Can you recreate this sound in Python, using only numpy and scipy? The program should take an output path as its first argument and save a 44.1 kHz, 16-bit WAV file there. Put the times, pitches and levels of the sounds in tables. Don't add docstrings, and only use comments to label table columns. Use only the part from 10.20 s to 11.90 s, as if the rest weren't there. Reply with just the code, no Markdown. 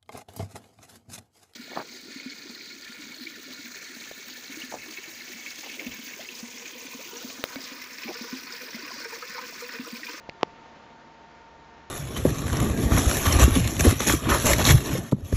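import sys
import numpy as np
from scipy import signal
from scipy.io import wavfile
from scipy.ndimage import uniform_filter1d

SR = 44100
rng = np.random.default_rng(int(sys.argv[2]) if len(sys.argv) > 2 else 0)


def boost(x):
    u = np.asarray(x, float) / 20
    return 10 ** u


def inscribe(sig):
    pcm = np.round(np.clip(np.atleast_2d(sig).T, -1, 1) * 32767)
    wavfile.write(sys.argv[1], SR, pcm.astype(np.int16))


N = 74970


def evened(x):
    return x / np.sqrt(np.mean(x ** 2) + 1e-20)


def curve(points, t):
    return np.interp(t, *np.transpose(points))


def drift(t, top_hz):
    total = 0
    for hz in np.linspace(.5, top_hz, 24):
        total = total + np.sin(2 * np.pi * (hz * t + rng.random())) / hz ** .25
    return evened(total)


# pitch_hz, level_db (per Hz)
AIR_COLOUR = [(25, -20), (70, -11), (250, -5), (700, -6.5), (1500, -11), (2500, -16), (4500, -23),
              (7400, -30)]
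# time_s, level_db
AIR_LEVEL = [(0, -53), (.2, -52.5), (.3, -51), (.55, -51), (.75, -52.5), (1.2, -52.5), (1.7, -53)]


def air_wash():
    patchy_db, swell_db, flicker_db = .8, .2, .6
    window, hop = 1024, 256
    frames = N // hop + 5
    hz = np.fft.rfftfreq(window, 1 / SR)
    real, imag, patches = rng.standard_normal((frames, len(hz), 3)).T
    patches = uniform_filter1d(patches, size=10, axis=0)
    patches = evened(uniform_filter1d(patches, size=10, axis=1))
    t = np.arange(frames) * hop / SR
    colour_hz, colour_db = np.transpose(AIR_COLOUR)
    colour = np.interp(np.log(hz + 1), np.log(colour_hz + 1), colour_db)
    level_db = colour[:, None] + patchy_db * patches + swell_db * drift(t, 3)
    level_db = level_db + flicker_db * rng.standard_normal(frames)
    spectra = (real + 1j * imag) * boost(level_db)
    noise = signal.istft(spectra, nperseg=window, noverlap=window - hop)[1][:N]
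    return evened(noise) * boost(curve(AIR_LEVEL, np.arange(N) / SR))


def blade_tones(rate_hz, orders):
    waver_db, waver_hz, jitter = 1.1, 12, .0003
    t = np.arange(N) / SR
    turns = np.cumsum(rate_hz * (1 + jitter * drift(t, 6))) / SR
    total = np.zeros(N)
    for multiple, level_db in orders:
        level = np.sqrt(2) * boost(level_db + waver_db * drift(t, waver_hz))
        total += level * np.sin(2 * np.pi * (round(multiple) * turns + rng.random()))
    return total


# blade_rate_multiple, level_db (rms)
FRONT_TONES = [(1, -68), (3, -64), (4, -63.5), (5, -70), (6, -68.5), (8, -78), (9, -74)]


def front_fan():
    blade_rate_hz = 234.5
    return blade_tones(blade_rate_hz, FRONT_TONES)


# time_s, blade_rate_hz
INNER_SPEED = [(0, 452.2), (.75, 452.6), (.95, 454.0), (1.7, 454.9)]
# blade_rate_multiple, level_db (rms)
INNER_TONES = [(1, -73), (2, -56.5), (4, -67.5), (5, -82)]


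def inner_fan():
    return blade_tones(curve(INNER_SPEED, np.arange(N) / SR), INNER_TONES)


# start_s, level_db, pitch_hz, decay_s (to -60 dB), push_sign
FIRST_SHIFT = [
    (.0905, -27, 600, .004, 1),
    (.0912, -21, 520, .005, -1),
    (.0926, -37, 5500, .002, 1),
    (.0932, -36, 150, .02, 1),
    (.0950, -28, 3000, .002, 1),
    (.09596, -22, 2400, .003, 1),
    (.0964, -23, 2300, .002, 1),
    (.09603, -28, 4700, .0025, 1),
    (.0966, -27, 2600, .001, -1),
    (.1184, -34, 600, .004, -1),
]
# start_s, level_db, pitch_hz, decay_s (to -60 dB), push_sign
SECOND_SHIFT = [(.2116, -27, 2500, .0012, -1), (.2118, -30, 1000, .005, 1), (.2190, -38, 2500, .002, 1),
                (.2247, -32, 1200, .006, -1), (.2270, -37, 900, .005, 1), (.23065, -13, 1800, .0012, -1),
                (.2309, -24, 1100, .002, 1), (.23133, 4.3, 1800, .0011, -1), (.23152, -9, 1300, .002, -1),
                (.2318, -16, 2900, .0015, 1), (.2318, -2.5, 820, .0035, 1), (.23185, -10.5, 440, .010, 1),
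                (.2344, -27, 900, .008, 1)]


def fingers():
    rise_s = .00005
    t = np.arange(N) / SR
    out = np.zeros(N)
    for start_s, level_db, pitch_hz, decay_s, push in FIRST_SHIFT + SECOND_SHIFT:
        since = np.maximum(t - start_s, 0)
        level = boost(level_db - 60 * np.minimum(since / decay_s, 4))
        onset = 1 - np.exp(-since / rise_s)
        out += np.sign(push) * level * onset * np.sin(2 * np.pi * pitch_hz * since)
    first = t < SECOND_SHIFT[0][0]
    bass_cut = signal.butter(2, 150, "high", fs=SR)
    return out * first + signal.lfilter(*bass_cut, out * ~first)


# pitch_hz, level_db (rms), growth_share
PANELS = [(52.4, -71, .9), (72.8, -68, .9), (155.8, -69, .2), (203, -72, -.5)]
# time_s, growth_db
HUM_GROWTH = [(0, -2), (.3, -5), (.55, -2), (.85, -9), (1.1, 0), (1.4, 3), (1.7, 2)]


def panel_hum():
    t = np.arange(N) / SR
    growth_db = curve(HUM_GROWTH, t)
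    total = np.zeros(N)
    for pitch_hz, level_db, share in PANELS:
        level = np.sqrt(2) * boost(level_db + share * growth_db + 1.5 * drift(t, 5))
        total += level * np.sin(2 * np.pi * (pitch_hz * t + rng.random()))
    return total


def scene():
    return (air_wash() + front_fan() + inner_fan() + fingers() + panel_hum())[None]


def roll_off(x):
    return signal.sosfilt(signal.butter(12, 8840, fs=SR, output="sos"), x)


def record(dry):
    edge_hz = [0, 6900, 7550, 7950, 8450, 8800, SR / 2]
    edge_db = np.array([0, -.1, -14, -42, -25, -32, -90])
    band_limit = signal.firwin2(401, edge_hz, boost(edge_db), fs=SR)
    mix = signal.oaconvolve(dry, band_limit[None], "same")
    return roll_off(mix)


dry = scene()
out = record(dry)
inscribe(out)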